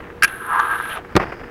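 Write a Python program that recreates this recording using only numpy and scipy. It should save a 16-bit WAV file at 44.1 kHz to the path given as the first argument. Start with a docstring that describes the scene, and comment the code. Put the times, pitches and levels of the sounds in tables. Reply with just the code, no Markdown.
"""Wheels rumble and tick on concrete as an inline skater rolls up, then jumps onto a hard ledge with a
triple clack and grinds along it towards the microphone. Stick-slip jerks ring the ledge's edge and the
skate frames under a thin sliding hiss. After a short flight both boots thud down, rattle and roll away.
A faint outdoor rumble lies underneath, and the loudest blows overload the microphone."""
import sys
import numpy as np
from scipy import signal
from scipy.fft import rfft, irfft
from scipy.io import wavfile
from scipy.ndimage import uniform_filter1d, map_coordinates

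SR = 44100
rng = np.random.default_rng(int(sys.argv[2]) if len(sys.argv) > 2 else 0)


def master_out(mix):
    """Clip the mix to full scale and print it as 16-bit PCM to the path in sys.argv[1]."""
    frames = np.transpose(np.atleast_2d(mix))
    ceiling = np.clip(frames, -1, 1)
    pcm = np.round(ceiling * 32767).astype(np.int16)
    wavfile.write(sys.argv[1], SR, pcm)


N = 66150
T = np.arange(N) / SR


def undb(db):
    """Decibels to gain."""
    return 10 ** (np.asarray(db) / 20)


def unit(x):
    """Scale to rms 1."""
    return x / np.std(x)


def fader(rows):
    """Gain riding through (time [s], level [dB]) points, silent outside them."""
    times, db = np.array(rows).T
    return undb(np.interp(T, times, db, left=-np.inf, right=-np.inf))


def burst(start, decay_s, hold_s=0, attack_s=0.00049):
    """Envelope with a quick attack, an optional hold and an exponential decay."""
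    age = np.maximum(T - start, 0)
    return (1 - np.exp(-age / attack_s)) * np.exp(-np.maximum(age - hold_s, 0) / decay_s)


def butter(x, hz, kind="low", order=2):
    """Causal Butterworth filter."""
    return signal.sosfilt(signal.butter(order, hz, kind, fs=SR, output="sos"), x)


def waver(rate_hz):
    """Smooth random wavering of rms 1."""
    return unit(butter(rng.standard_normal(2 * N), rate_hz)[N:])


def flutter(rate_hz=40, depth_db=2):
    """Gain of a contact whose pressure wavers."""
    return undb(depth_db * waver(rate_hz))


def colour(x, eq, size=2048):
    """Minimum-phase EQ through (frequency [Hz], level [dB]) points; the result has rms 1."""
    hz, db = np.array(eq).T
    bin_hz = np.arange(size // 2 + 1) * SR / size
    log_gain = np.log(undb(np.interp(np.log(bin_hz + 1), np.log(hz), db)))
    cepstrum = irfft(log_gain)
    cepstrum[1:size // 2] *= 2
    cepstrum[size // 2 + 1:] = 0
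    return unit(excite(x, irfft(np.exp(rfft(cepstrum)))))


def noise(eq):
    """Coloured noise of rms 1."""
    return colour(rng.standard_normal(N), eq)


def jerks(per_s, spread_db):
    """Irregular slips or bumps of uneven size."""
    hits = rng.random(N) < per_s / SR
    force = hits * undb(spread_db * np.clip(rng.standard_normal(N), -2, 2))
    return force - force.mean()


def taps(rows):
    """One impulse for each (time [s], level [dB], ...) row."""
    return sum(undb(db) * (np.arange(N) == int(start * SR)) for start, db, *_ in rows)


def ring(modes, band_hz, decay_scale=1):
    """Response of a body to one tap, peak 1; it radiates only within its band."""
    t = T[:SR // 3]
    partials = sum(undb(db) * np.sin(2 * np.pi * hz * t) * undb(-60 * t / (t60 * decay_scale))
                   for hz, t60, db in modes)
    radiated = butter(partials, band_hz, "band", order=3)
    return radiated / np.abs(radiated).max()


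def excite(force, response):
    """Play a force through a body."""
    return signal.fftconvolve(force, response)[:N]


def rub(response, steadying=0.35, steadying_s=0.008, bend=0.004):
    """Stick-slip keeps a body ringing; friction evens its swing, the moving contact bends its pitch."""
    swing = excite(jerks(per_s=1100, spread_db=3.5), response)
    envelope = uniform_filter1d(np.abs(signal.hilbert(swing)), int(steadying_s * SR))
    playhead = np.cumsum(1 + bend * waver(rate_hz=15))
    return unit(map_coordinates(swing / envelope ** steadying, [playhead], mode="mirror"))


# EQ of the outdoor bed (frequency [Hz], relative level [dB])
AMBIENCE_EQ = [(25, -12.5), (60, 0), (200, -8), (370, -1), (580, -12), (900, -13.5), (1700, -17),
               (2500, -23), (4300, -35), (8000, -43)]
def ambience(rumble_db=-40.5, hum_hz=479, hum_db=-47):
    """Distant outdoor rumble with a faint, nearly steady hum."""
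    pitch_hz = hum_hz + 2 * waver(rate_hz=5)
    tone = unit(np.sin(2 * np.pi * np.cumsum(pitch_hz) / SR))
    hum = tone * undb(hum_db + 1.5 * waver(rate_hz=5))
    return undb(rumble_db) * noise(AMBIENCE_EQ) + hum


# EQ of wheels on concrete (frequency [Hz], relative level [dB])
WHEEL_EQ = [(130, 7), (600, 2.5), (1100, 2), (1800, 1.5), (2900, -11.5), (4400, -35.5), (16000, -45)]
# rolling rumble, swelling at touchdown (time [s], level [dB])
ROLL_FADER = [(0, -38), (.2, -50.5), (1.14, -44), (1.2, -27), (1.26, -33.5), (1.36, -39), (1.53, -36.5)]
# close whirr of the bearings (time [s], level [dB])
WHIRR_FADER = [(1.03, -79), (1.22, -57.5), (1.53, -64.5)]
# ticks of loose wheels (time [s], level [dB])
TICK_CUES = [(.003, -24.5), (.04, -29.5), (0.101, -29), (1.047, -28.5), (1.231, -34), (1.319, -24.5),
             (1.323, -19)]
def wheels(whirr_hz=4920):
    """Wheels run over the grain of the concrete and tick on their axles; their bearings whirr."""
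    roll = colour(jerks(per_s=2200, spread_db=7), WHEEL_EQ) * fader(ROLL_FADER)
    bearing = signal.iirpeak(whirr_hz, Q=whirr_hz / 930, fs=SR)
    resonance = signal.lfilter(*bearing, signal.lfilter(*bearing, rng.standard_normal(N)))
    whirr = unit(resonance) * fader(WHIRR_FADER)
    tick_gain = sum(undb(db) * burst(start, decay_s=0.0043) for start, db in TICK_CUES)
    ticks = tick_gain * butter(noise(WHEEL_EQ), hz=490, kind="high")
    return (roll + whirr) * flutter() + ticks


# EQ of the thin, airy hiss (frequency [Hz], relative level [dB])
HISS_EQ = [(5000, -29), (7800, -21), (9000, -5), (10100, 5.5), (11000, 0), (12300, -1), (14200, -24),
           (15500, -19)]
# hiss, spiking on contact and then lying low (time [s], level [dB])
HISS_FADER = [(.228, -75), (.236, -16.5), (.25, -37), (.262, -46.5), (.65, -45), (.95, -42), (.964, -50),
              (.984, -59), (1.005, -105)]
def sole_hiss():
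    """The soles slide along the ledge with a flickering hiss."""
    return noise(HISS_EQ) * fader(HISS_FADER) * flutter(rate_hz=45)


# EQ of the midrange crunch (frequency [Hz], relative level [dB])
GRIT_EQ = [(150, -29.5), (700, 2), (1600, 6), (2100, -2), (2800, -3), (3700, -7.5), (4800, -24),
           (7500, -29), (16000, -40)]
# crunch along the slide (time [s], level [dB])
GRIT_FADER = [(.26, -35), (.38, -46), (.55, -36.5), (.88, -34.5), (.93, -33), (.975, -29), (1.005, -48.5)]
def grit():
    """Grit crunches under the skates in a dense run of tiny slips."""
    return colour(jerks(per_s=3500, spread_db=3.5), GRIT_EQ) * fader(GRIT_FADER) * flutter()


# exit scrapes (time [s], length [s], start pitch [Hz], end pitch [Hz], level [dB])
RELEASE_CUES = [(0.904, 0.035, 3066, 2785, -31.5), (0.957, 0.0481, 908, 526, -31.5)]
def release(width_hz=590):
    """Each skate leaves the edge with a rough scrape that sinks in pitch as the load comes off."""
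    out = np.zeros(N)
    for start, length, start_hz, end_hz, db in RELEASE_CUES:
        progress = np.clip((T - start) / length, 0, 1)
        phase = 2 * np.pi * np.cumsum(start_hz + (end_hz - start_hz) * progress) / SR
        rough = butter(rng.standard_normal((2, N)), width_hz / 2)
        scrape = unit(rough[0] * np.cos(phase) + rough[1] * np.sin(phase))
        out += undb(db) * np.sin(np.pi * progress) * scrape
    return out


# body of a boot hitting the ground (frequency [Hz], t60 [s], relative level [dB])
BOOT_RING = [(57.4, 0.082, 8.5), (115, 0.045, -10), (185, 0.041, 3), (365, 0.047, 8), (400, 0.033, 1),
             (585, 0.079, -2.5), (765, 0.086, -6.5), (1241, 0.063, 6), (1410, 0.061, 6)]
# EQ of the rattle and skid (frequency [Hz], relative level [dB])
RATTLE_EQ = [(60, -15), (380, 3.5), (650, -1.5), (1150, 0.5), (1700, -3.5), (2300, -6.5), (4000, -29.5),
             (5200, -28.5), (7000, -44.5), (16000, -46)]
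# touchdowns (time [s], thud level [dB], contact time [s], rattle level [dB])
LANDING_CUES = [(1.154, -6, 0.0006, -12), (1.164, 3, 0.00028, 4), (1.198, -24, 0.0012, -19)]
def landing(decay_s=0.0047, skid_db=-24):
    """Boots thud, duller the longer their wheels cushion the blow; frames rattle and wheels skid."""
    boot = ring(BOOT_RING, band_hz=(98, 3600))
    thuds, rattle = np.zeros((2, N))
    for start, thud_db, contact_s, rattle_db in LANDING_CUES:
        thud = excite(T * np.exp(-T / contact_s), boot)
        thuds += excite(taps([(start, thud_db)]), thud / np.abs(thud).max())
        rattle += undb(rattle_db) * burst(start, decay_s)
    skid = undb(skid_db) * burst(start=1.197, decay_s=decay_s, hold_s=0.043)
    texture = colour(jerks(per_s=3500, spread_db=3.5), RATTLE_EQ)
    return thuds + (rattle + skid) * texture


EDGE_BAND_HZ, FRAME_BAND_HZ = (1090, 2560), (824, 1670)
# ring of the ledge's edge, shared with the grind (frequency [Hz], free t60 [s], relative level [dB])
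EDGE_RING = [(1330, 0.12, -6), (1490, 0.021, -2), (1543, 0.095, 1), (1609, 0.085, 2.5), (1631, 0.16, -4.5),
             (1744, 0.059, -19), (2460, 0.026, -26), (2730, 0.05, -8.5)]
# EQ of the bright transient (frequency [Hz], relative level [dB])
CRACK_EQ = [(150, -4.5), (330, 0.5), (750, -7), (1600, 9.5), (2700, 12.5), (3500, -6), (5600, -5),
            (8500, -19), (10000, 4), (16000, -43)]
# skates hitting the edge (time [s], ring level [dB], crack level [dB])
CLACK_CUES = [(0.2216, -12.5, -23), (0.2239, 3, -15), (0.2321, 1, -3.5), (0.237, -2, -9.5),
              (0.2439, 2, -10), (0.2457, -10, -9.5), (0.2778, -24, -24)]
def clacks():
    """The skates slap onto the edge, whose ring is choked by the hard blow under a broad crack."""
    knocks = excite(taps(CLACK_CUES), ring(EDGE_RING, EDGE_BAND_HZ, decay_scale=0.45))
    crack_gain = sum(undb(db) * burst(start, decay_s=0.0038) for start, _, db in CLACK_CUES)
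    return knocks + crack_gain * noise(CRACK_EQ)


def deepen(x, load, crossover_hz=1140):
    """The low modes speak only under a heavy load."""
    low = signal.sosfiltfilt(signal.butter(6, crossover_hz, fs=SR, output="sos"), x)
    return x - low + low * (load / load.max()) ** 0.9


# ring of the loaded skate frames (frequency [Hz], unchoked t60 [s], relative level [dB])
FRAME_RING = [(713, 0.21, -5), (870, 0.093, -2.5), (988, 0.084, -5.5), (1043, 0.13, -3), (1102, 0.033, 6.5),
              (1172, 0.14, -1), (1237, 0.091, 2), (1308.5, 0.11, 3), (1595, 0.16, -0.5)]
# rubbing on the edge (time [s], level [dB])
EDGE_FADER = [(.24, -54), (.255, -38.5), (.335, -31), (.39, -35.5), (.48, -33), (.52, -25), (.595, -22),
              (.68, -29.5), (.735, -21.5), (.785, -32), (.91, -30.5), (.975, -44), (1.005, -45)]
# load on the frames (time [s], level [dB])
FRAME_FADER = [(0.401, -35), (.485, -27), (0.518, -18), (0.597, -19), (0.631, -21), (.70, -23.5),
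               (.745, -23.5), (.84, -33), (.97, -34), (1.004, -50)]
# frames catching mid-slide (time [s], tap level [dB])
CATCH_CUES = [(.559, -5), (.5935, -4), (.597, -3), (.6003, -4), (.731, -9), (.8002, -6), (.8085, -10)]
def grind():
    """Friction makes the edge and the frames sing; now and then the frames catch with a choked knock."""
    load = fader(FRAME_FADER)
    edge = rub(ring(EDGE_RING, EDGE_BAND_HZ)) * fader(EDGE_FADER)
    frames = rub(ring(FRAME_RING, FRAME_BAND_HZ)) * load
    knock = ring(FRAME_RING + EDGE_RING, FRAME_BAND_HZ, decay_scale=0.22)
    catches = excite(taps(CATCH_CUES), knock)
    return edge + deepen(frames + catches, load)


def scene():
    """Mono mix of everything that reaches the microphone on the ledge."""
    return (ambience() + wheels() + sole_hiss() + grit() + release() + landing() + clacks() + grind())[None]


def record(dry, clip_level=0.54, top_hz=15800):
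    """The input clips hard on the loudest hits, and a steep low-pass cuts the top."""
    oversampled = signal.resample_poly(dry, 4, 1, axis=-1)
    clipped = signal.resample_poly(np.clip(oversampled, -clip_level, clip_level), 1, 4, axis=-1)
    return signal.sosfilt(signal.ellip(10, 0.1, 80, top_hz, fs=SR, output="sos"), clipped)


dry = scene()
out = record(dry)
master_out(out)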